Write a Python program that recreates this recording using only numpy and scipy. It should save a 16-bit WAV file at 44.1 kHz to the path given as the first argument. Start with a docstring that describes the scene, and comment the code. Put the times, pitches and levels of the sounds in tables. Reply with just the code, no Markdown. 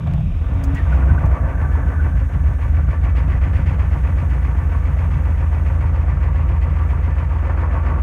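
"""A starter whirrs, clunks and growls, heard from the driver's seat of a cold V8 diesel pickup, doors shut.
The engine catches, flares with a few belt chirps, hunts and settles to a fast idle.
Exhaust orders swell in the booming cab; each firing also sets off noise bursts for the combustion knock,
its ring in the block and the injector ticking, through the bulkhead. Belt tones and a faint hiss lie on top."""
import sys
import numpy as np
from scipy import signal
from scipy.fft import rfft, irfft
from scipy.io import wavfile
from scipy.ndimage import uniform_filter1d

SR = 44100
rng = np.random.default_rng(int(sys.argv[2]) if len(sys.argv) > 2 else 0)


def to_wav(sig):
    """Store sig (one row per channel, or 1-D mono) as 16-bit WAV at the path in sys.argv[1].

    Samples outside -1..1 are clipped; the rate is SR.
    """
    pcm = np.clip(np.atleast_2d(sig), -1, 1) * 32767
    pcm = np.round(pcm).astype(np.int16)
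    wavfile.write(sys.argv[1], SR, pcm.T)  # frames by channels


N = 353682
TIME = np.arange(N) / SR  # s

# The crankshaft catches, flares, sags and is twice nudged up by the governor.
# Each row: time in seconds, engine speed in rpm.
SPEED_CURVE = [(0.0, 513.1), (0.33, 555.5), (0.9, 955.4), (1.19, 992.0), (1.53, 849.4), (2.57, 820.0),
               (3.29, 904.7), (3.56, 993.8), (3.79, 958.3), (4.83, 866.6), (5.0, 922.6), (5.4, 863.1),
               (7.21, 880.7), (8.02, 863.8)]
IDLE_RPM = 870

# The eight cylinders in firing order, before their differences are scaled over time.
# Each row: knock in dB, injector tick in dB, hard ringing knock in dB.
CYLINDER_PATTERN = [(-2.5, 0.5, -2.5), (-1.5, -4.5, -10), (-4.5, -3, -13), (0.5, 2.5, -9.5), (-1, 4, 1.5),
                    (0.5, 4, 0.5), (1.5, -1, 3.5), (-1, 1, 0)]

# Bright colour of the injectors, and of the starter's rasp. Each row: frequency in Hz, relative level in dB.
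TICK_SPECTRUM = [(900, -30.5), (1500, -2.5), (2100, 1), (2700, -5), (3300, -13.5), (4000, -23.5),
                 (5000, -24), (7000, -28.5), (10000, -35), (15000, -47)]


def from_db(db):
    """Decibels to amplitude gain."""
    return 10 ** (np.asarray(db) / 20)


def rms_one(x):
    """Scale to an rms of one."""
    return x / np.sqrt(np.mean(x ** 2) + 1e-20)


def in_time(rows):
    """Each column of a curve, interpolated at every sample."""
    seconds, *columns = np.transpose(rows)
    return [np.interp(TIME, seconds, column) for column in columns]


def evened(x, seconds):
    """Hold the running rms at one, keeping all that is faster."""
    size = int(seconds * SR / 2)
    power = np.abs(uniform_filter1d(uniform_filter1d(x ** 2, size), size))
    return x / np.sqrt(power + 1e-4 * np.mean(x ** 2))


def butter(x, hz, kind, order=2):
    """Butterworth filter."""
    sections = signal.butter(order, hz, kind, fs=SR, output="sos")
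    return signal.sosfilt(sections, x + 1e-18)


def resonate(x, hz, width_hz):
    """One two-pole resonance with a gain of one on its top."""
    r = np.exp(-np.pi * width_hz / SR)
    zeros = np.array([1, 0, -1]) * (1 - r * r) / 2
    poles = [1, -2 * r * np.cos(2 * np.pi * hz / SR), r * r]
    return signal.lfilter(zeros, poles, x + 1e-18)


def coloured(x, spectrum, size=8192):
    """Causal (minimum-phase) filter that follows a spectrum."""
    hz, db = np.transpose(spectrum)
    grid = np.maximum(np.arange(size // 2 + 1) * SR / size, 1)
    below = np.minimum(grid / hz[0], 1) ** 2  # fall away under the lowest point
    gain = below * from_db(np.interp(np.log(grid), np.log(hz), db))
    cepstrum = irfft(np.log(gain + 1e-5))
    # folding the cepstrum onto positive time gives minimum phase
    response = irfft(np.exp(rfft(2 * cepstrum[:size // 2], size) - cepstrum[0]))
    return signal.fftconvolve(x, response)[:N]


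def impulses(times, gains):
    """A click of the given height at each time."""
    out = np.zeros(N)
    at = np.round(times * SR).astype(int)
    inside = (at >= 0) & (at < N)
    np.add.at(out, at[inside], gains[inside])
    return out


def dying(x, t60):
    """Each click becomes an exponential decay that falls 60 dB in t60 seconds."""
    return signal.lfilter([1], [1, -from_db(-60 / (t60 * SR))], x + 1e-18)


def hits(table, spectrum, t60):
    """Short bursts of coloured noise, each struck at once and dying away."""
    times, db = np.transpose(table)
    noise = rms_one(coloured(rng.standard_normal(N), spectrum))
    return dying(impulses(times, from_db(db)), t60) * noise


def swell(full_s, until_s, db, rise_db_per_s, fall_db_per_s):
    """Gain that rises, holds and dies away."""
    before = np.maximum(full_s - TIME, 0)
    after = np.maximum(TIME - until_s, 0)
    return from_db(db - rise_db_per_s * before - fall_db_per_s * after)


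def ramp(start_s, length_s):
    """Go from zero to one."""
    return np.clip((TIME - start_s) / length_s, 0, 1)


def bump(at_s, half_s):
    """A smooth Gaussian hump of height one."""
    return np.exp(-((TIME - at_s) / half_s) ** 2 / 2)


def wavering(hz, width_hz):
    """Noise twice through a resonance: an unsteady tone of rms one."""
    once = resonate(rng.standard_normal(N), hz, width_hz)
    return rms_one(resonate(once, hz, width_hz))


def cycles():
    """Four-stroke cycles completed: two turns of the crank each."""
    rpm = in_time(SPEED_CURVE)[0]
    return np.cumsum(rpm) / 120 / SR


def firings(delay):
    """Times and cylinder numbers of the firings; delay in firing intervals."""
    fired = cycles() * len(CYLINDER_PATTERN)
    number = np.arange(int(fired[-1]))
    return np.interp(number + delay, fired, TIME), number % len(CYLINDER_PATTERN)


def starter():
    """The starter whirrs and runs down, its gear clunks against the ring, and the pinion rasps out of mesh."""
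    # Colour of the whirr. Each row: frequency in Hz, relative level in dB.
    whirr_spectrum = [(300, 11.5), (500, 4), (660, 10.5), (850, -2.5), (1150, 5), (1700, -19.5),
                      (2400, 1.5), (3000, -5.5), (3700, -7.5), (4200, -24.5), (5000, -19), (5600, -21),
                      (8000, -35.5)]
    # Pinion grinding out of mesh.
    # Each row: full at seconds, held until seconds, level in dB, rise in dB per s, fall in dB per s.
    rasp_swells = [(0.761, 0.783, -39.5, 450, 330), (0.93, .95, -43.5, 250, 120)]
    # Gear clunks. Each row: time in seconds, level in dB.
    clunk_hits = [(.071, -29.5), (.108, -37), (.137, -34), (.178, -37), (.206, -40)]
    # Colour of the clunks. Each row: frequency in Hz, relative level in dB.
    clunk_spectrum = [(150, -6), (400, 0), (680, 11), (1000, -3), (1600, -6), (3000, -14.5), (4500, -29),
                      (10000, -42)]

    spin = swell(full_s=0, until_s=.9, db=-46, rise_db_per_s=0, fall_db_per_s=100)
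    whirr = spin * rms_one(coloured(rng.standard_normal(N), whirr_spectrum))
    grinding = sum(swell(*row) for row in rasp_swells)
    rasp = grinding * rms_one(coloured(rng.standard_normal(N), TICK_SPECTRUM))
    return whirr + rasp + hits(clunk_hits, clunk_spectrum, t60=0.1)


def boom_db():
    """Level of the exhaust: it lopes once a cycle while cold, surges on hard burns and drops out at misfires."""
    # Exhaust boom before lope, surges and misfires. Each row: time in seconds, level in dB.
    boom_level = [(0, -28.5), (.09, -19), (.75, -15.5), (1.05, -12), (1.5, -15.5), (2.7, -13.5),
                  (4.6, -15.5), (6.6, -14.5), (7.4, -16.5), (8, -15.5)]
    # A hard burn makes the boom surge. Each row: time in seconds, lift in dB.
    surge_lifts = [(.91, 3.5), (1.125, 5.5), (1.275, 5)]
    # A cylinder misfires and the boom drops out. Each row: time in seconds, dip in dB.
    misfire_dips = [(.785, 7), (1.179, 4), (1.375, 10), (1.52, 9), (1.925, 7.5), (2.301, 11.5),
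                    (2.595, 10.5), (2.95, 8)]

    peak_place = 0.47  # where in the cycle the lope peaks, 0-1
    lope_swing_db = 1.5 * bump(at_s=1.9, half_s=1.0)
    lope = lope_swing_db * np.cos(2 * np.pi * (cycles() - peak_place))
    surges = sum(lift * bump(s, half_s=0.015) for s, lift in surge_lifts)
    misfires = sum(dip * bump(s, half_s=.018) for s, dip in misfire_dips)
    return in_time(boom_level)[0] + lope + surges - misfires


def exhaust(pipe_delay, dispersion):
    """Engine orders slide through the cab's boom and beat three times a cycle; uneven burns add rumble."""
    # The boom of the closed cab. Each row: frequency in Hz, relative level in dB.
    cab_spectrum = [(25, -42.5), (36, -4), (48, -6), (60, 2), (80, 0.5), (96, -9), (120, -15.5), (145, -12),
                    (175, -19.5), (205, -23), (300, -28.5), (500, -74.5)]
    # Exhaust tones; 8 is the firing rate, 11 and 13 come from the uneven beat of each bank.
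    # Each row: multiple of the cycle rate, level in dB before the cab.
    exhaust_orders = [(6, -16.5), (7, -12), (8, 2.5), (9, -7.5), (10, -17), (11, 3.5), (13, -7.5),
                      (14, -3.5), (15, -2.5), (16, 1), (17, -9.5), (19, 2), (20, -12), (23, 0.5), (24, -6)]

    turned = cycles()
    cycle_hz = np.gradient(turned) * SR
    cab_hz, cab_db = np.transpose(cab_spectrum)
    steady = np.zeros(N)
    for order, db in exhaust_orders:
        order = round(order)
        gain = from_db(db + np.interp(np.log(order * cycle_hz), np.log(cab_hz), cab_db))
        # the silencer delays each order differently, which smears the pulses
        lag = order * pipe_delay + dispersion * (order - len(CYLINDER_PATTERN)) ** 2
        steady += gain * np.cos(2 * np.pi * (order * turned - lag))

    times, _ = firings(delay=0.525)
    burns = coloured(impulses(times, rng.standard_normal(len(times))), cab_spectrum)
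    rush = 0.018 * coloured(rng.standard_normal(N), cab_spectrum)
    uneven = butter(burns + rush, 423, "low", order=3)
    # the irregular part fades by 1 dB per s as the cylinders warm
    irregular = from_db(-2 - 1 * TIME) * evened(uneven, seconds=0.12)
    boom = evened(steady, seconds=0.11) + irregular
    return from_db(boom_db()) * evened(boom, seconds=0.15)


def blows(pattern_db, delay, rise_s, t60, repeat_share, rough_db):
    """Each firing sets off a dense ring building up through the bulkhead, part alike each time, part random."""
    # How strongly the cylinders differ. Each row: time in seconds, factor on their pattern.
    unevenness = [(.9, .2), (1.35, 1.5), (3.5, 1.93), (4.6, 1.13), (8, 0.99)]

    times, cylinder = firings(delay)
    depth = np.interp(times, *np.transpose(unevenness))
    strength, late = rng.standard_normal((len(times), 2)).T
    gains = from_db(depth * pattern_db[cylinder] + rough_db * strength)

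    age = TIME[:SR // 6]
    fade = (1 - np.exp(-age / rise_s)) * from_db(-60 * age / t60)
    rings = rng.standard_normal((len(CYLINDER_PATTERN), len(fade))) * fade
    alike = np.zeros(N)
    for number, ring in enumerate(rings):
        own_blows = impulses(times, gains * (cylinder == number))
        alike += signal.oaconvolve(own_blows, ring)[:N]

    # valves and loose parts rattle a little early or late, in small clumps
    scattered = impulses(times + late * 0.0041, gains ** 2)
    power = np.abs(signal.oaconvolve(scattered, fade ** 2)[:N])
    clump_db = 1.0 * rms_one(butter(rng.standard_normal(N), 100, "low"))
    clumps = rms_one(from_db(clump_db))
    share = np.clip(repeat_share, 0, 1)
    rattle = np.sqrt((1 - share) * power) * clumps * rng.standard_normal(N)
    return np.sqrt(share) * alike + rattle


def block(x):
    """The iron block and the bulkhead lift their own resonances."""
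    # Each row: resonance in Hz, width in Hz, lift in dB.
    resonances = [(336, 8.3, 6), (477, 6, 6), (531.5, 30, 5), (935, 33, 4.5), (1108, 19, 5),
                  (1162, 16, 9.5), (1522, 4.3, 6.5), (1772, 14, 10), (1970, 54, 6), (2275, 13, 8),
                  (2525, 86, 2.5), (4490, 93, 6)]
    return x + sum((from_db(db) - 1) * resonate(x, hz, width) for hz, width, db in resonances)


def injector_db():
    """Level of the ticking, from engine speed, warmth and the governor's extra fuel."""
    revs = 0.02 * (in_time(SPEED_CURVE)[0] - IDLE_RPM)  # dB, at 0.02 dB per rpm
    cold = -7.5 * np.exp(-TIME / 2.97)  # dB, quieter until the engine warms
    # extra fuel lifts the idle, and the ticking turns to clacking
    clack = 3.5 * bump(at_s=3.3, half_s=0.43)
    return -45 + revs + cold + clack


def clatter():
    """Combustion knock, its hard ring in the block, and the brighter ticking of injectors and valves."""
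    # Combustion knock, hardest under the load of the flare, before the late hardening.
    # Each row: time in seconds, level in dB.
    knock_level = [(0, -38), (.27, -51.5), (.5, -37.5), (.85, -36.5), (1.0, -31.5), (1.6, -34), (2.05, -35),
                   (2.25, -39.5), (3.3, -35.5), (4.7, -36.5), (8, -35.5)]
    # Colour of the knock ahead of the block. Each row: frequency in Hz, relative level in dB.
    knock_spectrum = [(130, -11.5), (220, 6.5), (400, 0.5), (700, 2), (1000, -3.5), (1400, -2.5),
                      (1900, -12.5), (2500, -18.5), (3500, -44), (5000, -68.5)]
    # Colour of the hard ring ahead of the block. Each row: frequency in Hz, relative level in dB.
    ring_spectrum = [(500, -22.5), (750, -12.5), (920, 1.5), (1180, -2.5), (1350, -10), (1700, -14),
                     (2300, -21), (4000, -58)]

    # late on the knock hardens all at once
    knock_db = in_time(knock_level)[0] + 3.5 * ramp(start_s=7.42, length_s=0.084)
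    # the ring follows the knock, grows as the engine warms and is harder as the flare dies back
    ring_growth_db = 0.99 * TIME
    ring_db = knock_db - 12 + ring_growth_db + 3 * bump(at_s=1.45, half_s=.3)

    knock_pattern, tick_pattern, ring_pattern = np.transpose(CYLINDER_PATTERN)
    knock = blows(knock_pattern, delay=-0.0988, rise_s=0.003, t60=0.14, repeat_share=0.37, rough_db=1.34)
    ring = blows(ring_pattern, delay=-0.1012, rise_s=0.0027, t60=0.09, repeat_share=0.1, rough_db=2.2)
    tick = blows(tick_pattern, delay=-.2, rise_s=0.0055, t60=0.15, repeat_share=0.29, rough_db=1.94)
    knock = from_db(knock_db) * evened(block(coloured(knock, knock_spectrum)), seconds=0.4)
    ring = from_db(ring_db) * evened(block(coloured(ring, ring_spectrum)), seconds=1.0)
    tick = from_db(injector_db()) * evened(block(coloured(tick, TICK_SPECTRUM)), seconds=0.93)
    return knock + ring + tick


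def hiss():
    """Faint high noise that follows the revs and slowly fades, with three swells topped by a thin whistle."""
    # Colour of the hiss. Each row: frequency in Hz, relative level in dB.
    hiss_spectrum = [(3500, 0.5), (4900, -18), (5400, -4.5), (6500, 1), (7100, -4), (7600, -7.5),
                     (8800, -1), (10300, -12.5), (11100, -9.5), (11650, -5.5), (12200, -10.5),
                     (15500, -9.5)]
    # When it swells. Each row: full at seconds, held until seconds.
    hiss_swells = [(1.6, 2.72), (3.9, 5.8), (6.88, 6.9)]

    revs_db = 0.0124 * (in_time(SPEED_CURVE)[0] - IDLE_RPM)
    fade_db = 0.45 * TIME
    steady_db = -62.0 + revs_db - fade_db
    swells = sum(swell(full, until, db=-64, rise_db_per_s=88, fall_db_per_s=88) for full, until in hiss_swells)
    steady = rms_one(coloured(rng.standard_normal(N), hiss_spectrum))
    swelling = rms_one(coloured(rng.standard_normal(N), hiss_spectrum))
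    whistle = from_db(-16) * wavering(11640, width_hz=600)
    return from_db(steady_db) * steady + swells * (swelling + whistle)


def shudder():
    """The starter and the rocking engine shake the cab; one dash panel drones and the intake honks."""
    # Dash panel: a burst, then a lingering drone.
    # Each row: full at seconds, held until seconds, level in dB, rise in dB per s, fall in dB per s.
    drone_swells = [(0.672, 0.725, -29, 86, 175), (1.0, 1.1, -41.5, 25, 2.07)]

    growl = swell(full_s=.08, until_s=.22, db=-21, rise_db_per_s=25, fall_db_per_s=95)
    # the engine rocks on its mounts during the flare
    rocking = swell(full_s=1.05, until_s=1.1, db=-29.5, rise_db_per_s=28, fall_db_per_s=20)
    rumble = evened(butter(rng.standard_normal(N), [115, 175], "band", order=3), seconds=0.056)
    panel = evened(wavering(272, width_hz=9), seconds=0.022)
    drone = sum(swell(*row) for row in drone_swells) * panel
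    # intake under load; its rise and fall cross before either is complete
    load = swell(full_s=1.37, until_s=1.33, db=-38.5, rise_db_per_s=17, fall_db_per_s=22.5)
    honk = load * wavering(652, width_hz=140)
    return (growl + rocking) * rumble + drone + honk


def key_clicks():
    """Key switch and trim click close by: short bright noise bursts."""
    # Each row: time in seconds, level in dB.
    click_hits = [(.538, -57), (.638, -36), (.748, -42.5), (1.257, -47)]
    # Colour of the clicks. Each row: frequency in Hz, relative level in dB.
    click_spectrum = [(1000, -11), (4000, -13), (5500, -7.5), (6900, -2), (7800, -10.5), (9500, -13),
                      (13000, -19), (16000, -7)]
    return hits(click_hits, click_spectrum, t60=0.057)


def belt_chirps(fall_per_s, rasp):
    """The cold belt slips: short rough chirps that sag in pitch."""
    # Each row: time in seconds, pitch in Hz, level in dB, half length in seconds.
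    chirps = [(0.788, 1870, -31, 0.019), (0.871, 1540, -35, 0.0071), (0.931, 1470, -27.5, 0.0061),
              (1.028, 1410, -33, 0.0076), (1.103, 1524, -29, .008), (1.182, 1520, -24.5, 0.0028),
              (1.241, 1140, -26.5, 0.0048), (1.376, 1174, -32, 0.02), (2.001, 1480, -28.5, 0.008)]

    out = np.zeros(N)
    waver = rasp * rms_one(butter(rng.standard_normal(N), 204, "low"))
    for s, hz, db, half in chirps:
        pitch = hz * (1 - fall_per_s * (TIME - s) + waver)
        out += from_db(db) * bump(s, half) * np.sin(2 * np.pi * np.cumsum(pitch) / SR)
    return out


def belt_song():
    """Light, steady slip keeps the belt singing in two wavering tones."""
    # Each row: tone in Hz, width in Hz, relative level in dB.
    belt_tones = [(1537, 130, 0.5), (1730, 70, -2.5)]
    # Loud at first, then lingering.
    # Each row: full at seconds, held until seconds, level in dB, rise in dB per s, fall in dB per s.
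    song_swells = [(1.497, 2.0, -47.5, 45, 59), (1.6, 1.697, -50, 40, 1.6)]

    tones = sum(from_db(db) * wavering(hz, width) for hz, width, db in belt_tones)
    return sum(swell(*row) for row in song_swells) * rms_one(tones)


def scene():
    """Everything at the driver's seat, in one channel."""
    # pipe delay in cycles of each order's own tone, per order
    engine = exhaust(pipe_delay=.436, dispersion=0.02507) + clatter() + shudder()
    # pitch falls by 1.2 of itself per second; rasp is the rms share of the pitch
    belt = belt_chirps(fall_per_s=1.2, rasp=0.0356) + belt_song()
    return (starter() + engine + hiss() + key_clicks() + belt)[None]


def record(dry):
    """The microphone drops the deepest bass; the top is cut steeply at 15.6 kHz."""
    thinned = butter(dry, 30, "high", order=4)
    top_cut = signal.ellip(14, .1, 90, 15600, fs=SR, output="sos")
    return signal.sosfilt(top_cut, thinned)


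dry = scene()
out = record(dry)
to_wav(out)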